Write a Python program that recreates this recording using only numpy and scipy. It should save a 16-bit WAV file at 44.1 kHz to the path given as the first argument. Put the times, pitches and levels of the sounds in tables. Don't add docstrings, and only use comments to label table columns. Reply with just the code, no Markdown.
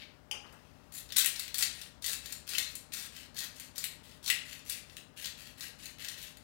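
import sys
import numpy as np
from scipy import signal
from scipy.fft import rfft, irfft, next_fast_len
from scipy.io import wavfile

SR = 44100
rng = np.random.default_rng(int(sys.argv[2]) if len(sys.argv) > 2 else 0)


def inscribe(sig):
    pcm = np.round(np.clip(np.atleast_2d(sig).T, -1, 1) * 32767)
    wavfile.write(sys.argv[1], SR, pcm.astype(np.int16))


N = 283563
TIME = np.arange(N) / SR
EDGE_HZ = 15900

GRIND_PEAK_S = 0.068
RETURN_PEAK_S, RETURN_LENGTH_S = 0.071, 0.148
RETURN_BUILD_DB, RETURN_HOLLOW_DB, RETURN_BRIGHT_DB = 1.5, 3, -1.4

# (start t/s, length t/s, level/dB, build-up/dB, hollow level/dB, bright level/dB,
#  delay of the return t/s, return level/dB)
WRIST_TURNS = [(1.16, 0.066, -31, -5, 0, 1, 0.19, -46), (1.541, 0.12, -31.5, 10, -3, 0, 0.2, -50.5),
               (2.019, 0.15, -34.5, 11, -4, 0, 0.21, -49.5), (2.465, 0.16, -36, 11.5, 1.5, -2.5, 0.17, -51),
               (2.92, 0.15, -39.5, 5, -1, -0.5, 0.2, -51.5), (3.341, 0.12, -35.5, 14.5, -1, -2, 0.2, -52),
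               (3.75, 0.12, -45.5, -0.5, -0.5, -0.5, 0.28, -56),
               (4.226, 0.108, -32.5, 16.5, -5, -1, 0.225, -50),
               (4.648, 0.142, -43, 10.5, 3, 1.5, 0.22, -62), (5.162, 0.14, -45.5, 2, 4, 1.5, 0.21, -50),
               (5.563, 0.13, -42, 14, 1.5, -1, 0.22, -50.5),
               (5.983, 0.19, -44.5, 4.5, 4.5, -3, 0.19, -47.5)]
# (start t/s, time to the peak t/s, length t/s, level/dB, build-up/dB, hollow level/dB, bright level/dB)
HANDLING_STROKES = [(0, 0.0033, 0.046, -49, -29, 7, -14.5), (0.46, 0.08, 1, -69.5, -6, 5, -3.5),
                    (0.919, 0.039, 0.095, -45.5, 10, -2.5, 6), (1.087, 0.004, 0.025, -44.5, 6, -0.5, -8)]


def strokes():
    rows = list(HANDLING_STROKES)
    for start, length, db, build_db, hollow_db, bright_db, delay, return_db in WRIST_TURNS:
        rows.append((start, GRIND_PEAK_S, length, db, build_db, hollow_db, bright_db))
        rows.append((start + delay, RETURN_PEAK_S, RETURN_LENGTH_S, return_db,
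                     RETURN_BUILD_DB, RETURN_HOLLOW_DB, RETURN_BRIGHT_DB))
    return rows


def load_db(t, peak_s, length, db, build_db, fade_db=9):
    return np.interp(t, [0, peak_s, max(length, peak_s)], [db - build_db, db, db - fade_db])


def crunch(edge_s=0.0036, grains_per_s=600, splinter_s=0.00068, groan_db=3):
    out = np.zeros(N)
    fragment_energy = fractures(N, grains_per_s, spread_db=3.5) ** 2
    bursts = signal.lfilter([1], [1, -np.exp(-1 / (splinter_s * SR))], fragment_energy)
    dust = 0.25
    grit = (np.sqrt(bursts / bursts.mean()) + dust) * rng.standard_normal(N)
    for start, peak_s, length, db, build_db, hollow_db, bright_db in strokes():
        span = slice(max(round(start * SR), 0), round((start + length) * SR))
        t = TIME[span] - start
        edges = np.clip(np.minimum(t, length - t) / edge_s, 0, 1)
        load = amp(load_db(t, peak_s, length, db, build_db)) * edges
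        rasp = evened(grit[span] * load) * np.sqrt(np.mean(load ** 2))
        add(out, start, tinted(rasp, hollow_db, bright_db))
    return coloured(out, [(800, 0), (1350, groan_db), (2000, 0)])


CHIPS_PER_S, CHIPS_OVER_LOAD_DB, CHIPS_SPREAD_DB = 22, -3, 2.5


def chips(count=8):
    rows = []
    for start, peak_s, length, db, build_db, hollow_db, bright_db in strokes():
        moments = (np.arange(count) + rng.random(count)) / CHIPS_PER_S
        levels = load_db(moments, peak_s, length, db, build_db) + CHIPS_OVER_LOAD_DB
        levels += CHIPS_SPREAD_DB * rng.standard_normal(count)
        for t, level in zip(moments, levels):
            if t < length:
                rows.append((start + t, level, hollow_db, bright_db))
    return rows


# (t/s, level/dB, hollow level/dB near 2 kHz, bright level/dB near 10 kHz)
PEPPER_CRACKS = [(0.5255, -54, -2, 4), (0.9212, -47.5, 0, 2), (1.122, -25.5, -7, -7.5),
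                 (1.1636, -23, -5.5, -6), (1.167, -17, -24, 1.5), (1.1834, -19.5, -3, 7.5),
                 (1.2451, -26.5, 5.5, 7), (1.2595, -21.5, 5, 8), (1.3599, -24, -18, -14),
                 (1.3952, -27.5, -9, 2.5), (1.4793, -32, -1, -8), (1.543, -25, -5, 1), (1.5826, -28, -1, 7),
                 (1.624, -17.5, -1.5, 1), (1.6306, -24.5, 1.5, 0), (1.8142, -34, -9, -2),
                 (2.0233, -35, -10, -3), (2.0427, -23.5, -2.5, -5), (2.0617, -24.5, -10, 1),
                 (2.132, -34.5, 6.5, 7.5), (2.2586, -30.5, -13, -4), (2.3238, -33.5, -8, 6),
                 (2.4906, -24.5, -33, -6), (2.551, -27, 8, -14), (2.5825, -17.5, 1, -1),
                 (2.753, -35.5, -1, 6.5), (2.921, -38, 2, -10), (2.9362, -30.5, -4, 2.5),
                 (3.1639, -36.5, -2, -4), (3.3667, -32, -9, -7), (3.3885, -26, -19, -1),
                 (3.5979, -39.5, 2, 5), (3.7804, -24, -28, -2), (3.8405, -26, 1.5, 4),
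                 (4.2611, -28, -11, -4), (4.278, -24, -2, -2), (4.3004, -17.5, 7, 1),
                 (4.5288, -38.5, 7, 0.5), (4.6971, -29, -8, 5.5), (4.7214, -30.5, -6, 1),
                 (4.8968, -44.5, 1, -10), (4.9674, -33.5, 1, -2.5), (5.2446, -28, -4.5, -15),
                 (5.257, -29.5, -1, 0), (5.6076, -30, -7.5, -6), (5.8565, -33, -4, -3.5),
                 (6.047, -30, -3.5, -6), (6.0847, -29.5, -1, -1), (6.227, -39.5, -2, 2.5),
                 (6.3702, -45, 1.5, 2)]


def cracks():
    out = np.zeros(N)
    for s, db, hollow_db, bright_db in PEPPER_CRACKS + chips():
        crack = snap(decay_s=0.0029)
        add(out, s, amp(db) * tinted(crack, hollow_db, bright_db))
    return out


# (f/Hz, level/dB)
MILL_TONE = [(150, -24), (500, -23), (950, -23), (1280, -12.5), (1650, -4), (2600, -2.5), (4000, 1.5),
             (5500, -3), (8500, -2.5), (12500, -4), (15800, -7.5)]
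# (f/Hz, width f/Hz, lift level/dB)
MILL_RESONANCES = [(1894, 36, 6.5), (2094, 7.3, 9.5), (2650, 155, 5), (4380, 310, 2), (5300, 40, -3.5),
                   (6020, 65, 2), (7160, 113, 8), (7630, 110, 2), (11100, 100, -4.5)]


def mill():
    return signal.oaconvolve(crunch() + cracks(), body(MILL_TONE, MILL_RESONANCES))[:N]


# (t/s, level/dB)
CAP_CONTACTS = [(0.312, -26), (0.3158, -29.5), (0.3198, -53), (0.4245, -52)]
# (f/Hz, level/dB)
CAP_TONE = [(150, -21), (800, -5.5), (1500, -11), (2400, 3), (3200, 7), (4400, -14), (5000, -1),
            (6500, 1.5), (7400, -10.5), (8500, -3), (11000, -7.5), (15800, -17)]
# (f/Hz, width f/Hz, lift level/dB)
CAP_RESONANCES = [(840, 82, 15), (2896, 290, 10), (3070, 250, 7), (3440, 120, 2), (4820, 240, 11.5)]


def cap():
    return knocks(CAP_CONTACTS, body(CAP_TONE, CAP_RESONANCES), decay_s=0.0022)


JOLT_DB = -12.5
# (t/s, level/dB)
HAND_BUMPS = [(0.33, -43), (0.44, -44.5), (0.525, -47)]
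# (f/Hz, level/dB)
BUMP_TONE = [(80, -17), (200, -2.5), (500, 3), (850, 2), (1400, 4), (2200, -3.5), (5000, -39)]


def bumps():
    jolts = [(start + GRIND_PEAK_S, db + JOLT_DB) for start, _, db, *_ in WRIST_TURNS]
    return knocks(HAND_BUMPS + jolts, body(BUMP_TONE), decay_s=0.02)


# (f/Hz, decay t/s)
KITCHEN_DECAY = [(300, 0.65), (900, 0.57), (2100, 0.49), (4500, 0.44), (8000, 0.35), (15000, 0.22)]


def room_response(first_s=0.0025, early_db=3, early_s=0.015):
    count = SR * 3 // 4
    t = TIME[:count]
    hits = rng.random(count) < 4000 / SR
    taps = hits * rng.choice([-1., 1.], count) * (t > first_s)
    taps = taps * amp(early_db * np.exp(-t / early_s))
    hz, frame_s, bands = signal.stft(taps, SR, nperseg=256)
    decay = amp(-60 * frame_s / read(KITCHEN_DECAY, hz)[:, None])
    tail = signal.istft(bands * decay, SR, nperseg=256)[1]
    return tail / np.linalg.norm(tail)


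def kitchen(x, count=7, size=650):
    wet = np.zeros(N)
    for k in range(count):
        turn = (np.arange(N) / size - k) % count
        share = np.sin(np.pi / 2 * turn) * (turn < 2)
        wet += signal.oaconvolve(x * share, room_response())[:N]
    return x + wet


DRONE_DB, HISS_DB = -57, -62.5
# (f/Hz, relative level/dB per Hz)
DRONE_TONE = [(20, -34), (32, -30), (40, -10), (48, -0.5), (64, 3.5), (88, -3.5), (125, -4.5), (185, -4.5),
              (260, -2), (330, -10.5), (520, -11.5), (700, -17), (1100, -36.5)]
# (f/Hz, relative level/dB per Hz)
HISS_TONE = [(500, -4), (800, 5), (1400, 2.5), (2500, -7), (4500, -11.5), (6000, -13.5), (9000, -21),
             (13000, -32), (15800, -23)]
# (f/Hz, rms level/dB)
HUM_TONES = [(75.4, -88), (100, -67), (152, -66), (600.5, -70), (5080, -82.5)]


def background(waver=0.57):
    out = amp(DRONE_DB) * evened(coloured(rng.standard_normal(N), DRONE_TONE))
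    out += amp(HISS_DB) * evened(coloured(rng.standard_normal(N), HISS_TONE))
    for hz, db in HUM_TONES:
        drift = np.interp(TIME, np.linspace(0, TIME[-1], 40), rng.standard_normal(40))
        out += amp(db) * np.sqrt(2) * np.sin(2 * np.pi * hz * TIME + waver * drift)
    return out


def knocks(rows, response, decay_s):
    out = np.zeros(N)
    for s, db in rows:
        add(out, s, amp(db) * signal.fftconvolve(snap(decay_s), response))
    return out


def snap(decay_s, rise_s=0.00044, count=1100):
    volley = rng.standard_normal(count) * np.exp(-TIME[:count] / decay_s)
    for _ in range(4):
        phase = np.angle(rfft(volley, 2 * count))
        volley = irfft(np.exp(1j * phase))[:count]
    volley *= 1 - np.exp(-TIME[:count] / rise_s)
    return volley / np.linalg.norm(volley) * np.sqrt(0.0025 * SR)


def fractures(count, per_s, spread_db):
    chance, size, sign = rng.random((3, count))
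    size_db = spread_db * np.minimum(-np.log(size + 1e-9), 4)
    return evened((chance < per_s / SR) * amp(size_db) * np.sign(sign - 0.5))


def tinted(x, hollow_db, bright_db, ripple_db=2.0, count=48):
    ripple = ripple_db * rng.standard_normal(count)
    spot = np.transpose([np.geomspace(1500, EDGE_HZ, count), ripple])
    rippled = evened(coloured(x, spot)) * np.sqrt(np.mean(x ** 2))
    tint = [(1250, 0), (1900, hollow_db), (2900, hollow_db), (3600, 0), (5400, 0), (7500, bright_db)]
    return coloured(rippled, tint)


def body(colour, modes=(), size=4096):
    hz = abs(np.fft.fftfreq(size, 1 / SR))
    db = read(colour, hz)
    for f, width, lift in modes:
        db = db + lift / (1 + (2 * (hz - f) / width) ** 2)
    gain = amp(db) / np.sqrt(np.mean(amp(db) ** 2 * (hz < EDGE_HZ)))
    spectrum = np.exp(np.conj(signal.hilbert(np.log(gain))))
    return np.fft.ifft(spectrum).real[:size // 2]


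def coloured(x, points):
    size = next_fast_len(len(x) + 256)
    gain = amp(read(points, np.fft.rfftfreq(size, 1 / SR)))
    return irfft(rfft(x, size) * gain, size)[:len(x)]


def read(points, hz):
    f, value = np.transpose(points)
    return np.interp(np.log(hz + 1), np.log(f + 1), value)


def amp(db):
    return 10 ** (np.asarray(db) / 20)


def evened(x):
    return x / np.sqrt(np.mean(x ** 2) + 1e-20)


def add(mix, s, sound):
    part = mix[max(round(s * SR), 0):][:len(sound)]
    part += sound[:len(part)]


RIGHT_DB = -76


def scene():
    mic = kitchen(mill() + cap() + bumps()) + background()
    return np.array([mic, amp(RIGHT_DB) * mic])


def record(dry):
    low_pass = signal.firwin(511, EDGE_HZ, window=("kaiser", 9), fs=SR)
    return signal.oaconvolve(dry, low_pass[None], "same")


dry = scene()
out = record(dry)
inscribe(out)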